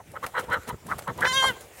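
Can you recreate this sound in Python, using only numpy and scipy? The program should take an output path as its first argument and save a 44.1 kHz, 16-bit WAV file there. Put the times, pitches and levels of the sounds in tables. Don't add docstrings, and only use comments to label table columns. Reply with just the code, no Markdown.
import sys
import numpy as np
from scipy import signal
from scipy.fft import rfft, irfft
from scipy.io import wavfile
from scipy.ndimage import uniform_filter1d

SR = 44100
rng = np.random.default_rng(int(sys.argv[2]) if len(sys.argv) > 2 else 0)


def to_wav(sig):
    pcm = np.clip(np.atleast_2d(sig), -1, 1) * 32767
    pcm = np.round(pcm).astype(np.int16)
    wavfile.write(sys.argv[1], SR, pcm.T)


def level_to_linear(level):
    exponent = np.asarray(level, float) / 20
    return 10 ** exponent


N = 79380


def evened(x):
    return x / np.sqrt(np.mean(x ** 2) + 1e-20)


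def add(mix, s, sound):
    at = round(s * SR)
    part = mix[max(at, 0):][:len(sound) + min(at, 0)]
    part += sound[max(-at, 0):][:len(part)]


def coloured(x, points):
    hz, db = np.transpose(points)
    f = np.fft.rfftfreq(len(x), 1 / SR)
    gain_db = np.interp(np.log(f + 1), np.log(hz + 1), db)
    return evened(irfft(rfft(x) * level_to_linear(gain_db), len(x)))


def drift(size, hz):
    width = max(int(SR / hz / 2), 1)
    once = uniform_filter1d(rng.standard_normal(size), width)
    return evened(uniform_filter1d(once, width))


def resonate(x, hz, width_hz):
    turn = np.exp(2j * np.pi * np.cumsum(hz * np.ones(len(x))) / SR)
    r = np.exp(-np.pi * width_hz / SR)
    smooth = signal.lfilter([(1 - r) ** 2], [1, -2 * r, r * r], x / turn)
    return 2 * (turn * smooth).real


# (frequency [Hz], level [dB per Hz])
AIR_COLOUR = [(150, -21), (400, 8), (750, 4.5), (1000, -3), (2100, -1), (5000, -10), (7200, -6.5),
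              (16000, -12)]
# (time [s], level [dB])
AIR_SWELL = [(0, -58), (.3, -52), (.45, -53), (.6, -52), (.8, -55.5), (1.02, -51), (1.15, -53), (1.5, -48),
             (1.62, -50), (1.7, -53.5), (1.8, -46)]
RUMBLE_DB = -56.5


def air():
    s, db = np.transpose(AIR_SWELL)
    _, _, z = signal.stft(coloured(rng.standard_normal(N), AIR_COLOUR), SR, nperseg=512)
    patches = uniform_filter1d(rng.standard_normal(z.shape), 12, 0)
    patches = evened(uniform_filter1d(patches, 10, 1))
    hush = signal.istft(z * level_to_linear(2.2 * patches), SR, nperseg=512)[1][:N]
    level_db = np.interp(np.arange(N) / SR, s, db) + 0.74 * drift(N, hz=24.3)
    rumble = evened(resonate(rng.standard_normal(N), 53, 180))
    return level_to_linear(level_db) * hush + level_to_linear(RUMBLE_DB) * rumble


# (delay [s], level [dB], smear [ms])
FENCE_SLAPS = [
    (.012, -21, .3),
    (.08, -28, .15),
    (.1, -36, .2),
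    (.125, -27, .45),
]
YARD_DB, YARD_T60_S = -24, .3


def yard(x):
    t = np.arange(SR // 2) / SR
    tail = coloured(rng.standard_normal(len(t)), [(200, 47), (1500, 30), (9000, -26.5)])
    taps = level_to_linear(YARD_DB) * tail * level_to_linear(-60 * t / YARD_T60_S)
    taps = taps * np.sqrt(2 * np.log(1000) / YARD_T60_S / SR)
    for s, db, smear_ms in FENCE_SLAPS:
        smear = np.hanning(round(smear_ms * SR / 1000)) / (smear_ms * SR / 2000)
        add(taps, s, level_to_linear(db) * smear)
    return signal.fftconvolve(x, taps)[:N]


# (middle [s], length [s], level [dB], pitch [Hz])
WING_PUFFS = [(0.111, 0.12, -50, 90), (0.246, 0.12, -49, 80.6), (.45, 0.021, -66, 129),
              (0.385, 0.091, -60, 70), (0.502, 0.046, -37, 117), (0.58, 0.047, -39.5, 72.6),
              (0.735, 0.044, -35, 117), (0.862, 0.079, -47.5, 190), (0.899, 0.1, -41, 108),
              (0.961, 0.071, -43, 72), (1.043, 0.077, -50, 68.6), (1.107, 0.042, -33, 132),
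              (1.207, 0.11, -40, 102), (1.253, 0.07, -39.5, 126), (1.352, 0.17, -42.5, 116),
              (1.469, 0.03, -35.5, 110), (1.512, 0.04, -37.5, 133.7)]


def wings():
    out, size = np.zeros(N), 8000
    u = (np.arange(size) - size / 2) / SR
    for s, length, db, hz in WING_PUFFS:
        swell = np.exp(-(u / (length / 2)) ** 2)
        lumpy = rng.standard_normal(size) * level_to_linear(3.0 * drift(size, hz=100))
        push = evened(resonate(lumpy, hz, 1.72 * hz))
        push = push + 0.51 * evened(resonate(lumpy, 2.55 * hz, 4.56 * hz))
        add(out, s - size / 2 / SR, level_to_linear(db) * evened(push * swell) * np.sqrt(np.mean(swell ** 2)))
    return out


# (middle [s], length [s], level [dB])
FEATHER_RUSTLES = [(0.242, 0.03, -41), (0.398, 0.046, -37), (0.444, 0.016, -45.5), (0.537, 0.029, -36),
                   (0.688, 0.027, -33), (0.904, 0.071, -44), (0.963, 0.1, -58), (1.025, 0.0093, -43.5),
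                   (1.09, 0.033, -67), (1.233, 0.096, -40.5), (1.335, 0.093, -45.5), (1.484, 0.08, -39),
                   (1.638, 0.095, -53)]


def rustles():
    t, swish = np.arange(N) / SR, np.zeros(N)
    for s, length, db in FEATHER_RUSTLES:
        swish += level_to_linear(db) * np.exp(-((t - s) / (length / 2)) ** 2)
    soft = rng.standard_normal(N) * level_to_linear(2 * drift(N, hz=500))
    return swish * coloured(soft, [(800, 6), (5000, -11), (9000, -10.5), (16000, -15)])


# (time [s], peak level [dB], decay t60 [s], dull slap level [dB])
FEATHER_SNAPS = [(0.116, -36.5, 0.02, -67), (0.263, -25.5, 0.064, -26.5), (0.394, -33, 0.064, -50),
                 (0.4987, -38.5, 0.049, -41), (0.5297, -31, 0.033, -53), (0.6311, -42, 0.029, -43),
                 (0.6784, -34, 0.026, -43), (0.6907, -30, 0.03, -40), (0.8658, -32.5, 0.042, -47),
                 (0.9824, -29, 0.029, -35), (0.9895, -29, 0.072, -32.5), (1.0755, -37.5, 0.02, -31),
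                 (1.175, -39, 0.1, -42), (1.206, -29.5, 0.065, -27.5), (1.25, -51, 0.05, -17),
                 (1.3408, -25, 0.04, -45), (1.6076, -34, 0.065, -47)]
# (frequency [Hz], level [dB per Hz])
SNAP_TONE = [(500, -24), (2000, -13), (5000, -9), (10000, -2), (16000, -12)]


def snaps():
    u, snap, slap = np.arange(4000) / SR, np.zeros(N), np.zeros(N)
    for s, db, t60, slap_db in FEATHER_SNAPS:
        spike = .7 * np.exp(-abs(u - .003) / .0013)
        decay = .35 * np.minimum(u / .005, 1) * level_to_linear(-60 * u / t60)
        add(snap, s, level_to_linear(db - 3.0) * (spike + decay))
        add(slap, s, level_to_linear(slap_db) * (spike + decay))
    crackle = rng.standard_normal(N) * level_to_linear(3 * drift(N, hz=500))
    thud = coloured(crackle[::-1], [(300, -15), (700, 0), (1800, 0), (4500, -14), (9000, -40)])
    return snap * coloured(crackle, SNAP_TONE) + slap * thud


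# (frequency [Hz], width [Hz], level [dB])
THROAT_TONES = [(500, 260, -9), (1000, 380, -8), (1950, 520, -11), (3100, 480, -16), (4050, 450, -21)]
BEAK_WIDTH_HZ, CLUCK_HZ = 410, 503.5
ARCH, SHUT, JITTER = 0.098, 0.46, 0.12
LUMPS_DB, UNEVEN_DB = 1.6, 2.2


def cluck(start, length, effort_db, beak_hz, rough):
    size = 6000
    u = np.minimum(np.arange(size) / SR / length, 1)
    rough = np.clip(rough, 0, 1)
    arch = np.sin(np.pi * u ** 1.2)
    shake = JITTER * (0.26 + rough) * drift(size, hz=328)
    turns = np.cumsum(CLUCK_HZ * (1 - ARCH + ARCH * arch) * (1 + shake)) / SR
    strength = level_to_linear(UNEVEN_DB * rng.standard_normal(size // 40))[np.round(turns).astype(int)]
    folds = -sum(np.cos(2 * np.pi * k * turns) for k in range(1, 10))
    breath = (0.3 + np.exp(-(turns % 1) / 0.27)) * rng.standard_normal(size)
    swell = arch ** .7 * level_to_linear(-11 * (1 - arch) + LUMPS_DB * drift(size, hz=70))
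    drive = (1 - rough) * evened(folds) + rough ** 1.6 * evened(breath)
    drive = drive * swell * strength
    mouth = 1 - (1 - SHUT) * (1 - arch) * (1 - 0.78 * u)
    out = resonate(drive, beak_hz * mouth, BEAK_WIDTH_HZ)
    for k, (f, width_hz, db) in enumerate(THROAT_TONES):
        if f <= beak_hz:
            weight = (1.2 - rough) * (.6 + u) * min(1500 / beak_hz, 1) ** 4
        elif f > 2500:
            weight = arch * (2.1 * (1 - rough)) ** (f / 1600)
        else:
            weight = arch * min(beak_hz / 1300, 1) ** 2
        out -= level_to_linear(db) * (-1) ** k * resonate(drive * weight, f * mouth ** .15, width_hz)
    return start, level_to_linear(effort_db) * evened(out) * np.sqrt(length * SR / size)


# (time [s], pitch [Hz], effort [dB], beak opening [0-1])
SQUAWK_COURSE = [
    (1.246, 462.8, -28, 0.14),
    (1.277, 516.3, -24.5, 0.09),
    (1.32, 514.4, -27, 0),
    (1.338, 528, -25, 0.3),
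    (1.372, 538.6, -23, 0.49),
    (1.416, 525.2, -25, 0.62),
    (1.48, 532.8, -25, 0.94),
    (1.505, 494, -19.5, 0.99),
    (1.536, 423, -41, 0.66),
]
# (narrow [dB], after the catch [dB], half open [dB], wide [dB], widest [dB])
BEAK_PARTIALS = [(-27, -22, -12, -7, -12), (-4.5, -0.5, -4.5, -3, -9), (-8, -6, -1.5, -1, 0.5),
                 (-2.5, -12, -8, -5.5, -2), (-17, -25.5, -11, -27, -22), (-0.5, -20.5, 2.5, 2.5, -1),
                 (-14, -9.5, -4.5, -22, -7), (-9, -16, -18, -12.5, -15), (-28, -7.5, -17, -16, -18),
                 (-19, -20, -27, -30, -19), (-19.5, -10.5, -13.5, -15, -18.5), (-24, -15, -17, -22, -32),
                 (-14.5, -27, -22, -11, -25), (-15, -21, -20, -22, -17.5), (-35, -38, -30, -21.5, -21),
                 (-35, -29, -30, -23, -25), (-21, -28, -23, -31, -27), (-26.5, -26, -15.5, -17, -24),
                 (-28, -23, -28, -23, -9.5), (-34, -27, -45, -22, -24), (-41, -27, -30, -32, -38),
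                 (-39, -29, -30, -26, -24), (-43, -31, -38, -29, -31), (-40, -34, -42, -36, -36)]
TOP_DB = -38
CATCH_S, CATCH_WIDTH_S = 1.325, .004
WAVER_DB, BREATHY_DB, RASP_DB = 3.2, -31, -28
CRACK_S, CLOSE_S = .042, .052


def squawk():
    s, hz, db, beak = np.transpose(SQUAWK_COURSE)
    t = np.arange(s[0], s[-1], 1 / SR)
    size = 14000
    cracked = np.clip(1 - 2 * (t - s[0]) / CRACK_S, 0, 1)
    closing = np.clip(1 - (s[-1] - t) / CLOSE_S, 0, 1)
    catch = np.exp(-((t - CATCH_S) / CATCH_WIDTH_S) ** 2)
    shake = .0015 + .1 * cracked + .06 * closing ** 2 + .04 * catch
    pitch = np.interp(t, s, hz) * (1 + shake * drift(size, hz=247)[:len(t)])
    turns = np.cumsum(pitch) / SR
    opening, out = np.interp(t, s, beak), np.zeros(len(t))
    for k, row in enumerate(list(BEAK_PARTIALS) + 5 * [5 * [TOP_DB]], start=1):
        level_db = np.interp(opening, [0, .25, .5, .75, 1], row)
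        level_db = level_db - np.minimum(7 * k * closing ** 1.2, 11 + k)
        waver = WAVER_DB * min(k / 12, 1.2) ** 1.5 * drift(size, hz=45)[:len(t)] - .8 * k * cracked
        fuzz = 1 + level_to_linear(BREATHY_DB) * (k / 6) ** 1.3 * drift(size, hz=507)[:len(t)]
        out += level_to_linear(level_db + waver) * fuzz * np.cos(2 * np.pi * k * turns + .3 * k * k)
    rasp = rng.standard_normal(size)[:len(t)] * np.exp(-(turns % 1) / 0.68)
    rasp = coloured(rasp, [(3000, -16), (8500, 0), (12500, -5), (15000, -1)])
    out += level_to_linear(RASP_DB + 8 * cracked + 6 * catch + 6 * closing) * rasp
    return s[0], level_to_linear(np.interp(t, s, db)) * out


# (start [s], length [s], effort [dB], beak resonance [Hz], roughness [0-1])
HEN_CLUCKS = [(-0.014, 0.035, -47.5, 846, 0.95), (0.13, 0.026, -45, 714, 0.85),
              (0.145, 0.038, -37, 1320, 0.72), (0.22, 0.042, -32.5, 1296, 0.61),
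              (0.256, 0.043, -47, 830, 0.88), (0.332, 0.055, -33.5, 1380, 0.68),
              (0.346, 0.071, -29, 1370, 0.55), (0.41, 0.056, -42.5, 500, 0.67),
              (0.476, 0.11, -26.5, 1388, 0.59), (0.675, 0.044, -39, 1300, 0.77),
              (0.691, 0.029, -34.5, 1030, 0.51), (0.712, 0.041, -51, 1380, 0.78),
              (0.875, 0.078, -33.5, 1260, 0.84), (.908, 0.024, -29, 1320, 1),
              (0.975, 0.023, -42, 650, 1.11), (1.003, 0.015, -48.5, 655, 1.1),
              (1.033, 0.024, -65, 770, 1.1), (1.057, 0.057, -32, 1207, 0.69), (1.17, 0.043, -38, 940, 0.54),
              (1.207, 0.0386, -23, 1610, 0.76), (1.23, 0.029, -25.5, 1434, 0.66),
              (1.251, 0.01, -27.5, 2310, 0.44), (1.258, 0.022, -26, 1620, 0.8),
              (1.412, 0.028, -31.5, 1020, 1.11), (1.428, 0.036, -24.5, 1026, 0.85)]


def hen():
    voice = np.zeros(N)
    for row in HEN_CLUCKS:
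        add(voice, *cluck(*row))
    add(voice, *squawk())
    return voice


def scene():
    voice = hen()
    return (air() + yard(voice) + wings() + rustles() + snaps() + voice)[None]


def low_pass(x):
    return signal.sosfilt(signal.butter(12, 16650, fs=SR, output="sos"), x)


def record(dry):
    bass_cut = signal.butter(3, 55, "high", fs=SR, output="sos")
    band_limit = signal.firwin(511, 16050, window=("kaiser", 9), fs=SR)
    mix = signal.sosfilt(bass_cut, dry)
    mix = signal.oaconvolve(mix, band_limit[None], "same")
    return low_pass(mix)


dry = scene()
out = record(dry)
to_wav(out)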